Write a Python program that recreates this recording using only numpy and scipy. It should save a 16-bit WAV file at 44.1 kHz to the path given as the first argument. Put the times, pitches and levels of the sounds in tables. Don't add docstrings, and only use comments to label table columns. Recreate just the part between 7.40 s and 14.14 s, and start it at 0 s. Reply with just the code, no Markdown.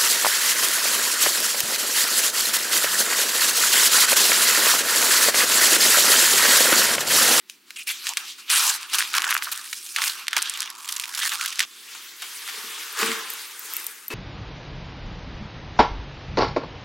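import sys
import numpy as np
from scipy import signal
from scipy.io import wavfile
from scipy.ndimage import uniform_filter1d, minimum_filter1d

SR = 44100
rng = np.random.default_rng(int(sys.argv[2]) if len(sys.argv) > 2 else 0)


def bounce(signal):
    frames = np.transpose(np.atleast_2d(signal))
    limited = np.clip(frames, -1, 1)
    pcm = np.round(limited * 32767).astype(np.int16)
    wavfile.write(sys.argv[1], SR, pcm)


N = 297234
TIME = np.arange(N) / SR
JACKET_START_S, RUSH_START_S = 4.252, 6.703


def from_db(db):
    return 10 ** (np.asarray(db) / 20)


def rms_one(x):
    return x / np.sqrt(np.mean(x ** 2) + 1e-20)


def unit_energy(x):
    return x / np.sqrt(np.sum(x ** 2))


def in_time(rows):
    s, *columns = np.transpose(rows)
    return [np.interp(TIME, s, c) for c in columns]


def at_hz(points, hz):
    points_hz, values = np.transpose(points)
    return np.interp(np.log(hz), np.log(points_hz), values)


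def butter(x, hz, kind, order=2):
    edges_hz = np.clip(hz, 10, .48 * SR)
    sos = signal.butter(order, edges_hz, kind, fs=SR, output="sos")
    return signal.sosfilt(sos, x + 1e-18)


def drift(rate_hz):
    knots = rng.standard_normal(4000)
    return np.interp(TIME * rate_hz, np.arange(len(knots)), knots) * np.sqrt(3 / 2)


def ring(x, hz, t60_s):
    r = from_db(-60 / (t60_s * SR))
    w = 2 * np.pi * hz / SR
    return signal.lfilter([0, np.sin(w)], [1, -2 * r * np.cos(w), r * r], x + 1e-18)


def add(out, s, sound):
    i = int(s * SR)
    out[..., i:i + sound.shape[-1]] += sound[..., :N - i]


def grain_envelope(per_s, spread_db, grain_s, grainy):
    sizes = from_db(spread_db * np.minimum(rng.exponential(1, N), 3.5))
    hits = (rng.random(N) < per_s / SR) * sizes ** 2
    energy = signal.lfilter([1], [1, -np.exp(-2 / (grain_s * SR))], hits)
    share = np.clip(grainy, 0, 1)
    return np.sqrt(1 - share + share * energy / energy.mean())


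def bands(spectrum, drive, patchy_db, patchy_hz):
    # (frequency [Hz], correlation [-1..1])
    likeness = [(100, 1), (500, 0.94), (2000, 0.97), (8000, 0.97), (16000, 0.97)]
    edges_hz = np.geomspace(25, 17000, 27)
    white = rng.standard_normal((2, 2, N)) * drive
    out = []
    for k, (low, high) in enumerate(zip(edges_hz, edges_hz[1:])):
        hz = np.sqrt(low * high)
        if high < spectrum[0][0] or low > spectrum[-1][0]:
            continue
        mid, side = butter(white[k % 2], [low, high], "band")
        alike = np.clip(at_hz(likeness, hz), 0, 1)
        gain = from_db(at_hz(spectrum, hz) + patchy_db * drift(patchy_hz))
        stereo = np.sqrt(1 + alike) * mid + np.sqrt(1 - alike) * side * [[1], [-1]]
        out.append((hz, gain * stereo))
    total = np.sqrt(sum(np.mean(band ** 2) for hz, band in out))
    return [(hz, band / total) for hz, band in out]


def steady(spectrum):
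    return sum(band for hz, band in bands(spectrum, 1, 0, 1))


def swells(rows):
    power = np.full((3, N), 1e-12)
    for s, attack_s, hold_s, release_s, db, body_db, top_db in rows:
        away = np.maximum(s - TIME, 0) / attack_s + np.maximum(TIME - s - hold_s, 0) / release_s
        shape = from_db(db - 20 * np.minimum(away, 10))
        power += np.outer(from_db([body_db, 0, top_db]) ** 2, shape ** 2)
    return 10 * np.log10(power)


def rustle(levels_db, spectrum, drive, patchy_db, patchy_hz):
    body_db, middle_db, top_db = levels_db
    parts = bands(spectrum, drive, patchy_db, patchy_hz)
    swell_db = []
    for low, high, db in ((0, 2000, body_db), (2000, 7000, middle_db), (7000, SR, top_db)):
        power = sum(np.mean(band ** 2) for hz, band in parts if low <= hz < high)
        swell_db.append(db - 10 * np.log10(power))
    swell_db = np.array(swell_db)
    centres = np.log([1400, 3500, 9500])

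    def blend(hz):
        return np.array([np.interp(np.log(hz), centres, w) for w in np.eye(3)])

    return sum(band * from_db(blend(hz) @ swell_db) for hz, band in parts)


def buckles(rows, ring_cycles, crack_s, after_s, pop_db, crack_db, after_db, low_cut_hz):
    out, t = np.zeros((2, N)), np.arange(SR // 16) / SR
    pop_samples, settle_samples = SR / 400, SR / 200
    for s, db, hz, crack, after in rows:
        noise = rng.standard_normal((4, len(t)))
        flip = (t == 0) + .06 * noise[3] * np.exp(-t / .0009)
        pitches = hz * np.array([.66, .98, 1.38]) * np.exp(rng.normal(0, .05, 3))
        modes = sum((-1) ** k * ring(flip, f, ring_cycles / f) for k, f in enumerate(pitches))
        pop = unit_energy(butter(modes, max(low_cut_hz, 0.22 * hz), "high", order=4))
        snap = unit_energy(butter(noise[0] * np.exp(-t / crack_s), [4800, 10500], "band"))
        crackle = noise[1:3] * (1 - np.exp(-t / 0.0014)) * np.exp(-t / after_s)
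        settle = butter(crackle, [hz * 0.42, hz * 1.38], "band", order=1)
        mid, side = map(unit_energy, butter(settle, low_cut_hz, "high", order=4))
        direct = np.sqrt(pop_samples) * (from_db(pop_db) * pop + from_db(crack + crack_db) * snap)
        spread = mid + 0.19 * side * [[1], [-1]]
        tail = np.sqrt(settle_samples) * from_db(after + after_db) * spread
        add(out, s, from_db(db) * (direct + tail))
    return out


def room(x, t60_s, dull_hz):
    t = np.arange(SR // 2) / SR
    noise = rng.standard_normal((2, len(t))) * from_db(-60 * t / t60_s) * (t > .004)
    tail = butter(noise, dull_hz, "low", order=1)
    return signal.fftconvolve(x, tail / np.sqrt(np.sum(tail ** 2) / 2), axes=1)[:, :N]


def air():
    # (frequency [Hz], relative density [dB per Hz])
    air_spectrum = [(15, -63), (25, -55), (97, -21), (149, -19), (206, -7.5), (293, -3.5), (373, 0),
                    (560, -33), (818, -13), (1230, -10), (2110, -6.5), (4490, -9), (6920, -17.5),
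                    (14000, -16.5), (16000, -15)]
    return from_db(-58.0) * steady(air_spectrum)


def small_snaps(slide_db, crispness, count=200):
    per_s = 43
    chance, scatter = rng.random((count, 2)), rng.standard_normal((count, 2))
    rows = []
    for (when, luck), (size, pitch) in zip(chance, scatter):
        i = int(when * JACKET_START_S * SR)
        if luck < per_s * crispness[i] * JACKET_START_S / count:
            db = slide_db[i] + 1 + 3.5 * size
            hz = 5000 * 2 ** (0.18 * pitch)
            rows.append((i / SR, db, hz, 2))
    return rows


def with_cracks(rows):
    fold_hz, crack_db, crack_db_per_octave = 3000, -11.5, 15
    return [(s, db, hz, crack_db + crack_db_per_octave * np.log2(hz / fold_hz), after)
            for s, db, hz, after in rows]


def snaps(slide_db, crispness):
    # (time [s], level [dB], pitch [Hz], relative after-crackle [dB])
    big_snaps = [(.098, -32, 4000, -6), (0.306, -31, 3000, -3), (.669, -19.5, 3170, 0),
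                 (.736, -29.5, 3720, -12), (.771, -11, 3740, -3), (1.101, -16, 3660, 4),
                 (1.302, -27, 4800, -13), (1.43, -30.5, 3830, -4), (1.538, -21, 4300, -9),
                 (1.585, -15, 4400, 1), (1.606, -15.5, 2430, -22), (1.624, -17.5, 2330, -13),
                 (1.74, -16, 2470, -4), (1.75, -23, 3100, 7), (1.773, -24, 2200, -8),
                 (1.82, -16, 3600, -14), (1.842, -15, 2120, -2), (1.908, -18, 2600, -14),
                 (1.917, -18, 1920, -24), (1.926, -14, 2020, -14), (1.951, -14, 1980, -17),
                 (1.966, -14.5, 1920, -30), (1.976, -34.5, 4200, 13), (2.023, -20, 2230, -4),
                 (2.329, -23.5, 3100, 4.5), (2.562, -12, 3150, -3.5), (2.586, -19, 2400, -19),
                 (2.619, -17, 2950, 1), (2.639, -19, 2670, -4), (2.678, -22.5, 4300, 2),
                 (2.869, -29, 2860, -18), (2.882, -16.5, 3160, -11), (2.931, -17, 2740, -5),
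                 (2.966, -14.5, 3300, 3), (2.981, -24, 3500, 5), (2.989, -22, 2300, -10),
                 (3.22, -24.5, 4300, -1.5), (3.229, -26.5, 3740, -14), (3.489, -28, 4600, 9),
                 (3.525, -25.5, 5000, -3), (3.567, -28.5, 4930, 2), (3.598, -23, 4660, -2.5),
                 (3.637, -31.5, 3260, 11), (3.656, -29.5, 3800, -14), (3.741, -28, 3140, -14),
                 (3.778, -28, 4130, 2), (3.837, -28, 3470, -1), (3.919, -28, 2900, 4),
                 (4.011, -21.5, 3500, 0.5), (4.06, -21, 4300, -1), (4.126, -29, 3700, 5.5),
                 (4.157, -32, 4150, 0), (4.193, -7, 3610, -9), (4.204, -8.5, 2830, -3)]
    folds = with_cracks(big_snaps + small_snaps(slide_db, crispness))
    return buckles(folds, ring_cycles=7.5, crack_s=.001, after_s=0.004,
                   pop_db=-1.2, crack_db=3.5, after_db=-6.0, low_cut_hz=1200)


def sheet_slide(sliding_db, crispness):
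    # (frequency [Hz], relative density [dB per Hz])
    paper_spectrum = [(120, -63), (200, -40.5), (373, -14.5), (465, -26), (709, -50), (883, -9.5),
                      (1370, 4), (2130, -7.5), (2610, -2), (3070, -5.5), (3490, -4), (5630, -7.5),
                      (11100, -13), (15100, -19.5), (16000, -24)]
    crinkle = grain_envelope(per_s=350, spread_db=2.5, grain_s=0.0017, grainy=crispness)
    return rustle(sliding_db, paper_spectrum, crinkle, patchy_db=2.5, patchy_hz=40)


def strokes(rows, drive, release_s, patchy_db):
    # (frequency [Hz], relative density [dB per Hz])
    tear_spectrum = [(120, -64), (200, -36), (373, -14), (456, -22), (735, -35), (883, -3.5), (1480, 8.5),
                     (1980, -7.5), (2290, 3.5), (3560, 4), (6880, 4), (9750, 3.5), (13100, -0.5),
                     (15100, -7), (16000, -19)]
    level, tilt = np.zeros(N), np.zeros(N)
    for start, end, db, slope_db in rows:
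        rise = np.clip((TIME - start) / 0.0029, 0, 1)
        shape = rise * np.exp(-np.maximum(TIME - end, 0) / release_s)
        level = np.maximum(level, from_db(db) * shape)
        tilt[TIME >= start] = slope_db
    noise = 0
    for hz, band in bands(tear_spectrum, drive, patchy_db, 150):
        octaves = np.log2(max(hz, 1500) / 5000)
        noise = noise + band * from_db(tilt * octaves)
    return level * noise


def finger_skids(friction):
    # (start [s], end [s], level [dB], brightness [dB per octave])
    skid_rows = [(.359, .368, -35.5, -2.5), (.368, .425, -39, -1), (.468, .488, -31, 2.5),
                 (.487, .514, -26, -2)]
    return butter(strokes(skid_rows, friction, release_s=.015, patchy_db=4.0), 2300, "high")


def coloured_friction(drive, edge_s):
    # (start [s], end [s], centre [Hz], width [Hz], level [dB])
    friction_rows = [(0.359, 0.425, 2640, 700, -38), (.470, 0.517, 2400, 800, -31),
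                     (0.686, 0.728, 990, 324, -39.5), (1.103, 1.195, 9150, 2580, -23),
                     (1.12, 1.18, 3230, 1200, -27), (1.209, 1.317, 990, 295, -35),
                     (1.733, 1.786, 1410, 587, -28.5), (2.067, 2.096, 1340, 640, -33.5),
                     (3.156, 3.720, 1110, 316, -48), (3.81, 3.88, 1840, 500, -32),
                     (3.987, 4.053, 1390, 230, -34)]
    out = np.zeros(N)
    for start, end, hz, width_hz, db in friction_rows:
        held = np.clip(np.minimum(TIME - start, end + edge_s - TIME) / edge_s, 0, 1)
        edges_hz = [hz - width_hz / 2, hz + width_hz / 2]
        hiss = butter(rng.standard_normal(N) * drive, edges_hz, "band")
        out += from_db(db) * held * rms_one(hiss)
    return out


def rips_and_bright_skids():
    # (start [s], end [s], level [dB], brightness [dB per octave])
    burst_rows = [(1.094, 1.101, -26, 2), (1.101, 1.141, -22.5, .2), (1.147, 1.272, -21.5, 1.5),
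                  (1.272, 1.311, -24, 1.3), (1.531, 1.556, -18.5, 0), (1.583, 1.601, -21, -1),
                  (1.748, 1.763, -24, 1), (1.775, 1.784, -17.5, -4.5), (1.889, 1.914, -27, 0),
                  (1.939, 1.947, -27.5, 5.5), (2.028, 2.047, -33.5, 8), (2.114, 2.134, -25.5, 1),
                  (2.643, 2.683, -31.5, 6), (2.966, 2.973, -28, -9)]
    grains = grain_envelope(per_s=480, spread_db=2.2, grain_s=.002, grainy=.72)
    return strokes(burst_rows, grains, release_s=0.0021, patchy_db=3.0)


def page():
    # (time [s], grainy share [0-1])
    crisp_curve = [(.55, 0.03), (1.5, .2), (1.85, 0.67), (2.2, 0.4), (2.5, 0.42), (3.1, 0.33), (3.35, 0.92),
                   (4.2, 0.66)]
    # (arrival [s], attack [s], hold [s], release [s], level [dB],
    # body above level [dB], top above level [dB])
    slide_rows = [(.10, 0.023, 0.0057, 0.091, -45.5, -21, -5.5), (.30, 0.07, 0.017, 0.2, -49.5, -13, -3.5),
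                  (.472, 0.0096, 0.081, 0.12, -31.5, -18.5, -8),
                  (.66, 0.087, 0.029, 0.098, -29.5, -14.5, -6.5),
                  (.775, 0.017, .005, 0.14, -32.5, -5.5, -6), (.885, 0.08, .02, 0.12, -34.5, -28, -7.5),
                  (.985, 0.014, 0.014, 0.072, -41, -9.5, -2.5), (1.11, 0.035, 0.11, 0.24, -22, -9, -18),
                  (1.27, 0.14, .02, 0.083, -29.5, -10.5, 5), (1.35, 0.072, 0.011, 0.024, -42.5, 6, 12),
                  (1.41, 0.041, 0.048, .1, -51, 3, 5), (1.54, 0.056, 0.075, 0.17, -27, -6.5, -3.5),
                  (1.745, 0.049, 0.18, 0.2, -32, -0.5, -7), (2.03, 0.011, 0.0074, 0.19, -33.5, -13, -4),
                  (2.125, 0.015, 0.0092, 0.2, -38, -1.5, 0), (2.25, .14, 0.32, .1, -42.5, -15, 3),
                  (2.565, 0.0059, 0.032, 0.24, -30, -3, -23), (2.66, 0.14, 0.0097, 0.14, -30.5, -9, 3),
                  (2.795, 0.084, .005, 0.089, -36, -3.5, -6), (2.975, 0.095, .01, .25, -29, -5.5, -12.5),
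                  (3.06, 0.16, 0.19, 0.15, -33.5, -10, -11), (3.44, 0.17, 0.262, 0.05, -39.5, -11, -0.5),
                  (3.78, 0.14, 0.011, .08, -33, -5.5, -2.5), (3.825, 0.1, 0.041, 0.15, -27, -10, -2),
                  (3.92, .04, 0.012, 0.086, -28, -5.5, -6), (4.01, 0.08, 0.084, 0.19, -31, -13, -7),
                  (4.2, 0.079, 0.034, .05, -29, -12, -11)]
    crispness, = in_time(crisp_curve)
    sliding_db = swells(slide_rows)
    friction = grain_envelope(per_s=1400, spread_db=1.2, grain_s=.0009, grainy=.45)
    near = snaps(sliding_db[1], crispness) + sheet_slide(sliding_db, crispness)
    near = near + finger_skids(friction) + coloured_friction(friction, edge_s=0.003)
    near = near + rips_and_bright_skids()
    return near + from_db(-21.5) * room(near, t60_s=0.74, dull_hz=6070)


def room_drone():
    # (frequency [Hz], relative density [dB per Hz])
    drone_spectrum = [(35, -65), (60, -37), (156, -29), (211, 2), (296, -24), (350, 1), (419, -23),
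                      (554, -34), (650, -13), (840, -53), (1430, -120)]
    return from_db(-81.5) * steady(drone_spectrum)


def leather_rub():
    # (arrival [s], attack [s], hold [s], release [s], level [dB],
    # body above level [dB], top above level [dB])
    shift_rows = [(4.56, .7, 0.014, 1, -40.5, -10.5, -2), (4.83, 0.09, 0.21, 0.25, -40, -9, -1),
                  (5.075, 0.063, 0.018, 0.18, -35, -15.5, -6), (5.15, 0.11, .36, 0.18, -37.5, -6, -1),
                  (5.6, 0.074, 0.01, 0.38, -25.5, -2.5, -3), (5.9, 0.078, 0.094, 0.48, -40, -8, 1),
                  (6.35, 0.45, 0.011, 0.48, -39.5, -3.5, 4.5)]
    # (frequency [Hz], relative density [dB per Hz])
    leather_spectrum = [(240, -30), (400, 4.5), (474, -4.5), (562, -33.5), (1090, 11.5), (1230, 6.5),
                        (1730, 6.5), (2470, 4.5), (3420, 3), (5520, -4), (10400, -12), (12300, -13),
                        (16000, -17)]
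    creak = grain_envelope(per_s=410, spread_db=3.5, grain_s=0.0011, grainy=0.059)
    return rustle(swells(shift_rows), leather_spectrum, creak, patchy_db=1.93, patchy_hz=43)


def creases():
    # (time [s], level [dB], pitch [Hz], relative crack [dB], relative after-crackle [dB])
    crease_rows = [(4.550, -32.5, 1520, -2.5, -6), (4.821, -27, 2800, -2, 3), (5.020, -32, 3300, -14, -2),
                   (5.077, -24, 1930, -7, -17), (5.086, -25, 3130, -17, 1), (5.590, -21, 1940, 0, -16),
                   (5.615, -24, 1040, -0.5, 6.5), (5.630, -11, 1980, -17, -18), (5.661, -33, 1980, 10, -13),
                   (5.717, -15.5, 3140, -30, -15)]
    return buckles(crease_rows, ring_cycles=21.0, crack_s=0.0018, after_s=0.017,
                   pop_db=-6.5, crack_db=-3.0, after_db=-3.3, low_cut_hz=820)


def bumps():
    # (time [s], level [dB], tilt towards the higher modes [dB per octave])
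    bump_rows = [(5.17, -48.5, 11), (5.235, -46, 0.5), (5.592, -47, 4), (5.621, -26.5, 1.5),
                 (5.680, -29, -7), (5.755, -43, 4)]
    # (frequency [Hz], relative level [dB], t60 [s])
    boom_modes = [(210.3, -6.5, 0.21), (230, -3, 0.19), (265, -19, .14), (346, -9, 0.21), (397, -20, 0.16),
                  (449, 1, 0.21), (500, -15, 0.11)]
    out, t = np.zeros(N), np.arange(SR // 2) / SR
    for s, db, tilt_db in bump_rows:
        pushes = rng.standard_normal((len(boom_modes), len(t))) * np.exp(-t / 0.013)
        for push, (hz, mode_db, t60_s) in zip(pushes, boom_modes):
            boom = ring(push, hz, t60_s)
            octaves = np.log2(hz / 320)
            add(out, s, from_db(db + mode_db + tilt_db * octaves) * boom / np.abs(boom).max())
    return butter(out, 210, "high", order=4)


def zip_pull():
    # (time [s], level [dB])
    tap_rows = [(5.527, -22), (5.902, -16), (5.936, -18), (6.1941, -20.5), (6.2546, -25), (6.3367, -13),
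                (6.3667, -9), (6.3995, -20), (6.4433, -18.5), (6.4666, -12), (6.6817, -16)]
    # (frequency [Hz], relative level [dB], t60 [s])
    zip_modes = [(7200, -42, 0.016), (8900, -14, 0.0078), (12100, -7, 0.021), (12700, -15.5, 0.012),
                 (14300, -13, .012)]
    out, t = np.zeros(N), np.arange(SR // 8) / SR
    click = 1.0 * (t == 0)
    for s, db in tap_rows:
        burst = rng.standard_normal(len(t)) * np.exp(-t / 0.00052)
        tick = butter(burst, 2300, "high", order=4) * from_db(-8)
        rings = sum(ring(click, hz, t60_s) * from_db(mode_db + rng.normal(0, 2.5))
                    for hz, mode_db, t60_s in zip_modes)
        add(out, s, from_db(db) * (tick + rings))
    return butter(out, 1000, "high")


def jacket():
    far = leather_rub() + creases() + bumps() + zip_pull()
    return far + from_db(-13) * room(far, t60_s=0.49, dull_hz=7600) + room_drone()


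def rush():
    # (frequency [Hz], relative density [dB per Hz])
    rush_spectrum = [(47, -68), (80, -26), (200, -19), (290, 5), (410, 4.5), (672, -12), (839, -1.5),
                     (2180, -5), (2600, -7), (2840, -6), (6450, -14), (8410, -17), (16000, -25)]
    # (frequency [Hz], rms level [dB])
    tone_rows = [(420, -44), (2606, -37)]
    tones = sum(np.sqrt(2) * from_db(db) * np.sin(2 * np.pi * hz * TIME) for hz, db in tone_rows)
    return from_db(-32.5) * steady(rush_spectrum) + tones


def scene():
    # (time [s], left minus right [dB])
    pan_curve = [(0.0, 0), (2.61, -1.0), (4.03, -2.0), (4.38, -0.5), (4.48, 0.5), (5.75, 0.5), (6.19, 0.5),
                 (6.7, 2)]
    pan_db, = in_time(pan_curve)
    action = np.where(TIME < JACKET_START_S, page(), jacket()) + rush() * (TIME >= RUSH_START_S)
    return action * from_db(pan_db * [[.5], [-.5]]) + air()


def record(dry):
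    ceiling, hold_samples = .66, SR // 300
    gain = np.minimum(1, ceiling / (np.abs(dry).max(axis=0) + 1e-9))
    gain = uniform_filter1d(minimum_filter1d(gain, hold_samples), hold_samples)
    top_cut = signal.ellip(12, .1, 80, 16000, fs=SR, output="sos")
    return signal.sosfilt(top_cut, dry * gain)


dry = scene()
out = record(dry)
bounce(out)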